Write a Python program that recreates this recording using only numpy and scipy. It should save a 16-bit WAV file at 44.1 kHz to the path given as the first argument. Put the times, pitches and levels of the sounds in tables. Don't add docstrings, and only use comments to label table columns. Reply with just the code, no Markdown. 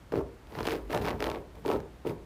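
import sys
import numpy as np
from scipy import signal
from scipy.fft import rfft, irfft
from scipy.io import wavfile

SR = 44100
rng = np.random.default_rng(int(sys.argv[2]) if len(sys.argv) > 2 else 0)


def bounce(signal):
    frames = np.transpose(np.atleast_2d(signal))
    limited = np.clip(frames, -1, 1)
    pcm = np.round(limited * 32767).astype(np.int16)
    wavfile.write(sys.argv[1], SR, pcm)


N = 99225

# start_s [s], tick_db [dB], knock_db [dB], bright_db (treble of the tick) [dB]
CLAW_SNAGS = [(0.1214, -26, -24.5, -13), (0.1384, -34.5, -16.5, 2), (0.146, -39, -31, -2.0),
              (0.1566, -28, -23.5, -6), (0.1683, -40, -23, -6.0), (0.1752, -40, -20.5, 0),
              (0.186, -42, -23.0, -1.0), (0.1933, -74, -22, -4.0), (0.471, -43.5, -51, 9),
              (0.5225, -36, -35.5, -3), (0.5521, -27.5, -33.5, -9), (0.5697, -39.0, -34, 4),
              (0.5761, -41, -31, 4), (0.5887, -24.5, -26.5, -10), (0.602, -35, -38, -6),
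              (0.6065, -21.5, -22.5, -14), (0.6303, -25, -29, 2), (0.654, -19.5, -30, -7),
              (0.6589, -26, -24, -3), (0.6703, -17, -40, 2), (0.6748, -18.5, -19.5, 1),
              (0.6859, -17.5, -30, -1), (0.6952, -24, -29, 5), (0.7078, -19, -25, -3),
              (0.7213, -20.5, -34, 3), (0.727, -23.5, -34, -7), (0.7373, -41, -18.5, 2),
              (0.7482, -31.0, -25.5, -8.0), (0.7543, -31, -24.0, -3), (0.8985, -40, -28.5, 3),
              (0.9053, -27.5, -31, 0.0), (0.916, -26, -30.5, 3), (0.9272, -23.5, -25.5, -7),
              (0.9308, -19, -32, -9), (0.9472, -18.5, -23.0, 5), (0.9502, -27, -29, 3.0),
              (0.9609, -34, -22.5, -1.0), (0.9666, -25.5, -24, -8), (0.9755, -19.5, -27, -4.0),
              (0.9872, -31, -27.5, -8.0), (1.0189, -29, -25, -8), (1.048, -21.5, -45, -10),
              (1.055, -21.5, -26.0, -16), (1.0644, -21, -34, -5), (1.0764, -19, -27.5, -19),
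              (1.0836, -16, -23, -17), (1.0876, -21.5, -31, 0), (1.0943, -23.5, -29, -1),
              (1.1059, -24.0, -33, -11), (1.1112, -21.5, -22.5, -7.0), (1.1302, -39, -26.0, -11),
              (1.205, -19.5, -25, 0), (1.225, -17, -21, 7.5), (1.2418, -17, -28.5, 3),
              (1.2483, -28, -29, -9), (1.2577, -23.5, -30, -4), (1.266, -25, -22, 4),
              (1.2696, -21, -35, -19), (1.281, -34, -24, -6.0), (1.2902, -25, -23, -19),
              (1.3006, -20.5, -35, -4), (1.3152, -25.5, -23, -2.0), (1.339, -48, -26.5, -7.0),
              (1.348, -27, -30, -18), (1.3583, -28, -28, -24), (1.37, -41, -23.5, -6),
              (1.5542, -53, -49, -12.0), (1.584, -55.0, -38, -1.0), (1.6518, -35.5, -27, 8),
              (1.6606, -23.5, -27, -2), (1.6709, -42, -27, -1), (1.6799, -21.5, -28.5, -11),
              (1.6902, -25.5, -26, -9), (1.7009, -18, -16.5, -18), (1.7144, -19.5, -31.5, -16),
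              (1.727, -29, -27, -3), (1.7357, -31, -19, -4.0), (1.7432, -46, -19, -6.0),
              (1.751, -45, -20, 4), (1.7607, -31.5, -24, -10), (1.8029, -30, -29.5, -3),
              (2.052, -56, -23, 2), (2.0651, -38, -22, -7), (2.0714, -29.5, -22.5, 10),
              (2.0954, -33, -30, 2), (2.108, -58, -26.5, 1), (2.1172, -46, -27, -3.0)]


def from_db(db):
    return 10 ** (np.asarray(db) / 20)


def rms_one(x):
    return x / np.sqrt(np.mean(x ** 2) + 1e-20)


def stroke_gain(column):
    # start_s [s], low_rumble_db [dB], upper_rumble_db [dB], crackle_db [dB], rasp_db [dB]
    stroke_tables = [
        [(0.12, -39, -36, -49, -72), (0.136, -29, -43, -60, -72), (0.166, -25, -63.5, -52, -86),
         (0.204, -29.5, -41.5, -59, -68.5), (0.22, -45, -45, -59, -78)],
        [(0.46, -70, -81, -73, -81), (0.5, -54.5, -56, -63, -65), (0.608, -37, -38, -47.5, -63),
         (0.624, -42, -56, -53.5, -60), (0.66, -37, -42, -43, -62)],
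        [(0.66, -34.5, -46.5, -44.5, -64), (0.736, -27.5, -45.5, -42.5, -60), (0.838, -53.5, -57, -71, -70),
         (0.888, -50, -72, -66, -68), (0.893, -47.5, -53, -63, -69)],
        [(0.893, -51, -55, -52, -64), (0.903, -37, -41, -49, -55), (0.955, -29, -26.5, -44, -50),
         (0.983, -36.5, -45, -49, -59), (1.008, -25.5, -52, -57, -60)],
        [(1.008, -38, -47, -53, -62), (1.016, -37.5, -44, -46.5, -58), (1.09, -32.5, -35.5, -44, -65),
         (1.136, -33, -43, -59, -65), (1.19, -51, -61, -61, -73)],
        [(1.19, -46, -55, -56, -65), (1.202, -35, -41.5, -51, -60), (1.266, -36.5, -36.5, -52.5, -55),
         (1.378, -38.5, -45, -59, -71), (1.41, -48, -76, -73, -63)],
        [(1.545, -62, -65, -78, -74), (1.553, -49, -52, -60.5, -73), (1.589, -45, -61, -77, -64),
         (1.627, -64, -82, -75, -74), (1.648, -46, -57, -56, -61)],
        [(1.648, -49, -33, -57, -62), (1.662, -25, -44.5, -52, -50), (1.73, -30, -33, -47.5, -61),
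         (1.812, -47, -61, -68, -74), (1.82, -48, -65, -76, -74)],
        [(2.047, -35, -37, -58, -61), (2.071, -29.5, -42, -51.5, -54), (2.111, -34.5, -41, -52, -61),
         (2.143, -53, -62, -80, -73), (2.15, -49, -56, -71, -63)],
    ]
    t = np.arange(N) / SR
    gain = np.zeros(N)
    for rows in stroke_tables:
        rows = np.array(rows)
        start_s, end_s = rows[0, 0], rows[-1, 0]
        fade = np.clip(np.minimum(t - start_s, end_s - t) / .003, 0, 1)
        gain += fade * from_db(np.interp(t, rows[:, 0], rows[:, column]))
    return gain


def band(x, low_hz, high_hz):
    sos = signal.butter(2, [low_hz, high_hz], "band", fs=SR, output="sos")
    return signal.sosfilt(sos, x + 1e-18)


def colour(x, spectrum):
    hz, db = np.transpose(spectrum)
    grid_hz = np.linspace(1, SR / 2, 2049)
    gain = from_db(np.interp(np.log(grid_hz), np.log(hz), db))
    cepstrum = irfft(np.log(gain))
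    cepstrum[1:2048] *= 2
    cepstrum[2049:] = 0
    response = irfft(np.exp(rfft(cepstrum)))
    return signal.fftconvolve(x, response)[:len(x)]


def grains(per_s, spread_db):
    size = from_db(spread_db * np.minimum(rng.exponential(1, N), 5))
    sign = rng.choice([-1, 1], N)
    happens = rng.random(N) < per_s / SR
    return rms_one(size * sign * happens)


def ring(clicks, hz, t60_s):
    shrink = from_db(-60 / (t60_s * SR))
    turn = 2 * np.pi * hz / SR
    return signal.lfilter([0, np.sin(turn)], [1, -2 * shrink * np.cos(turn), shrink ** 2], clicks + 1e-18)


def air():
    # pitch_hz [Hz], level_db [dB]
    air_colour = [(30, 0.5), (60, 4), (120, -7.5), (220, -11), (900, -17.5), (2200, -25.5), (6000, -36),
                  (16000, -44)]
    return from_db(-51) * rms_one(colour(rng.standard_normal(N), air_colour))


def room(x):
    room_t60_s, wall_cut_hz = 0.44, 1780
    out = np.zeros(N)
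    dull = np.exp(-2 * np.pi * wall_cut_hz / SR)
    lags = (rng.uniform(.011, .04, size=10) * SR).astype(int)
    for k, lag in enumerate(lags):
        loop = x.copy()
        gain = from_db(-60 * lag / SR / room_t60_s)
        state = [0.]
        for i in range(lag, N, lag):
            back, state = signal.lfilter([gain * (1 - dull)], [1, -dull], loop[i - lag:i], zi=state)
            loop[i:i + lag] += back[:N - i]
        out += (loop - x) * (-1) ** k
    return out


def boom():
    # start_s [s], boom_db [dB], thud_db [dB]
    weight_shifts = [(0.0, -58, -65), (0.06, -68, -70), (0.17, -55, -35.5), (0.22, -40, -44.5),
                     (0.4, -66, -74.5), (0.46, -52, -65), (0.59, -64, -42), (0.63, -44, -42),
                     (0.76, -53, -47), (0.88, -39, -64.5), (0.92, -55, -41.5), (1.0, -44, -38),
                     (1.4, -48, -48), (1.42, -57, -54), (1.53, -50, -61.5), (1.67, -54, -46),
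                     (1.77, -42, -39), (1.89, -57, -59.5), (2.04, -64, -60), (2.1, -56, -37.5),
                     (2.19, -51, -54), (2.25, -72, -60)]
    boom_hz, boom_width_hz, boom_even = 56, 12, 0.96
    thud_low_hz, thud_top_hz = 83, 204
    s, boom_db, thud_db = np.transpose(weight_shifts)
    t = np.arange(N) / SR
    low = rms_one(band(rng.standard_normal(N), boom_hz - boom_width_hz / 2, boom_hz + boom_width_hz / 2))
    swell = np.abs(signal.hilbert(low))
    low = rms_one(low / (swell + .3) ** boom_even)
    thud = rms_one(band(rng.standard_normal(N), thud_low_hz, thud_top_hz))
    return from_db(np.interp(t, s, boom_db)) * low + from_db(np.interp(t, s, thud_db)) * thud


def rasp():
    rasp_low_hz, rasp_flicker_db, rasp_db = 6950, 2.5, -5.5
    puff_db, puff_s, linger_s = -33.5, 0.0022, 0.011
    s, tick_db, _, bright_db = np.transpose(CLAW_SNAGS)
    hiss = rms_one(band(rng.standard_normal(N), rasp_low_hz, .47 * SR))
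    flicker = rms_one(band(rng.standard_normal(N), 22, 130))
    linger = np.exp(-1 / (linger_s * SR))
    brush = signal.lfilter([1 - linger], [1, -linger], stroke_gain(column=4))
    brush = from_db(rasp_db + rasp_flicker_db * flicker) * brush
    puffs = np.zeros(N)
    puffs[(s * SR).astype(int)] = from_db(tick_db + bright_db + puff_db)
    fall = np.exp(-1 / (puff_s * SR))
    puffs = signal.lfilter([1], [1, -fall], puffs + 1e-18)
    return (brush + puffs) * hiss


def boards():
    # pitch_hz [Hz], level_db [dB], t60_s (time to fall 60 dB) [s]
    board_modes = [(230.4, -10.5, 0.043), (328.6, -2.5, 0.031), (381.3, 0.5, 0.034), (449.8, -1.5, 0.043),
                   (551, -11.5, 0.044), (614.3, -7.5, 0.065), (704, -12, 0.067), (909, 0, 0.014),
                   (1164, -10, 0.025), (1296, -14.5, 0.045)]
    knock_gain_db, knock_spread_db = -9, 2.0
    knock_low_hz, knock_soft_hz = 146, 1580
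    hard_tilt = 0.26
    upper_from_hz, upper_db, rub_db = 520, 5, -7
    s, tick_db, knock_db, _ = np.transpose(CLAW_SNAGS)
    places = (s * SR).astype(int)
    softness_db = np.minimum(tick_db - knock_db, 0)
    rubs = grains(per_s=400, spread_db=0)
    knock, low_rumble, upper_rumble = np.zeros(N), np.zeros(N), np.zeros(N)
    for k, (hz, level_db, t60_s) in enumerate(board_modes):
        octaves = max(np.log2(hz / upper_from_hz), 0)
        spread_db = knock_spread_db * rng.standard_normal(len(s))
        tilt_db = octaves * hard_tilt * softness_db
        clicks = np.zeros(N)
        clicks[places] = from_db(knock_db + knock_gain_db + level_db + spread_db + tilt_db)
        knock += (-1) ** ((k + 2) // 3) * ring(clicks, hz, t60_s)
        rubbed = (-1) ** k * from_db(level_db) * ring(rubs, hz, t60_s)
        if octaves > 0:
            upper_rumble += rubbed
        else:
            low_rumble += rubbed
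    drag = stroke_gain(column=1) * rms_one(low_rumble)
    drag += from_db(upper_db) * stroke_gain(column=2) * rms_one(upper_rumble)
    return band(knock + from_db(rub_db) * drag, knock_low_hz, knock_soft_hz)


def threads():
    # pitch_hz [Hz], level_db [dB per Hz]
    thread_colour = [(300, -30), (700, 10.5), (1200, 5), (2300, 3.5), (3500, -2), (5000, -5.5),
                     (7500, -14.5), (11000, -13), (15000, -10)]
    tick_t60_s, tick_gain_db, snap_db = 0.0077, -3.5, 13
    tick_split_hz, tick_top_hz = 1070, 7500
    crackles_per_s, crackle_spread_db, crackle_gain_db = 4100, 3.5, 1
    t = np.arange(int(.015 * SR)) / SR
    top = signal.butter(2, tick_top_hz, fs=SR)
    split = signal.butter(1, tick_split_hz, fs=SR)
    ticks = np.zeros(N + len(t))
    for s, tick_db, _, bright_db in CLAW_SNAGS:
        burst = rng.standard_normal(len(t)) * from_db(-60 * t / tick_t60_s)
        burst[0] = -from_db(snap_db)
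        burst = signal.lfilter(*top, colour(burst, thread_colour))
        dull = signal.lfilter(*split, burst)
        burst = dull + from_db(bright_db) * (burst - dull)
        start = int(s * SR)
        ticks[start:start + len(t)] += from_db(tick_db + tick_gain_db) * burst / np.abs(burst).max()
    crackle = rms_one(colour(grains(crackles_per_s, crackle_spread_db), thread_colour))
    return ticks[:N] + from_db(crackle_gain_db) * stroke_gain(column=3) * crackle


def scene():
    dig = boards() + threads() + rasp()
    echo = from_db(-15) * room(dig)
    return (dig + echo + boom() + air())[None]


def record(dry):
    mic_low_hz, cutoff_hz = 42.5, 16100
    dry = signal.sosfilt(signal.butter(2, mic_low_hz, "high", fs=SR, output="sos"), dry)
    return signal.sosfilt(signal.cheby2(14, 60, cutoff_hz, fs=SR, output="sos"), dry)


dry = scene()
out = record(dry)
bounce(out)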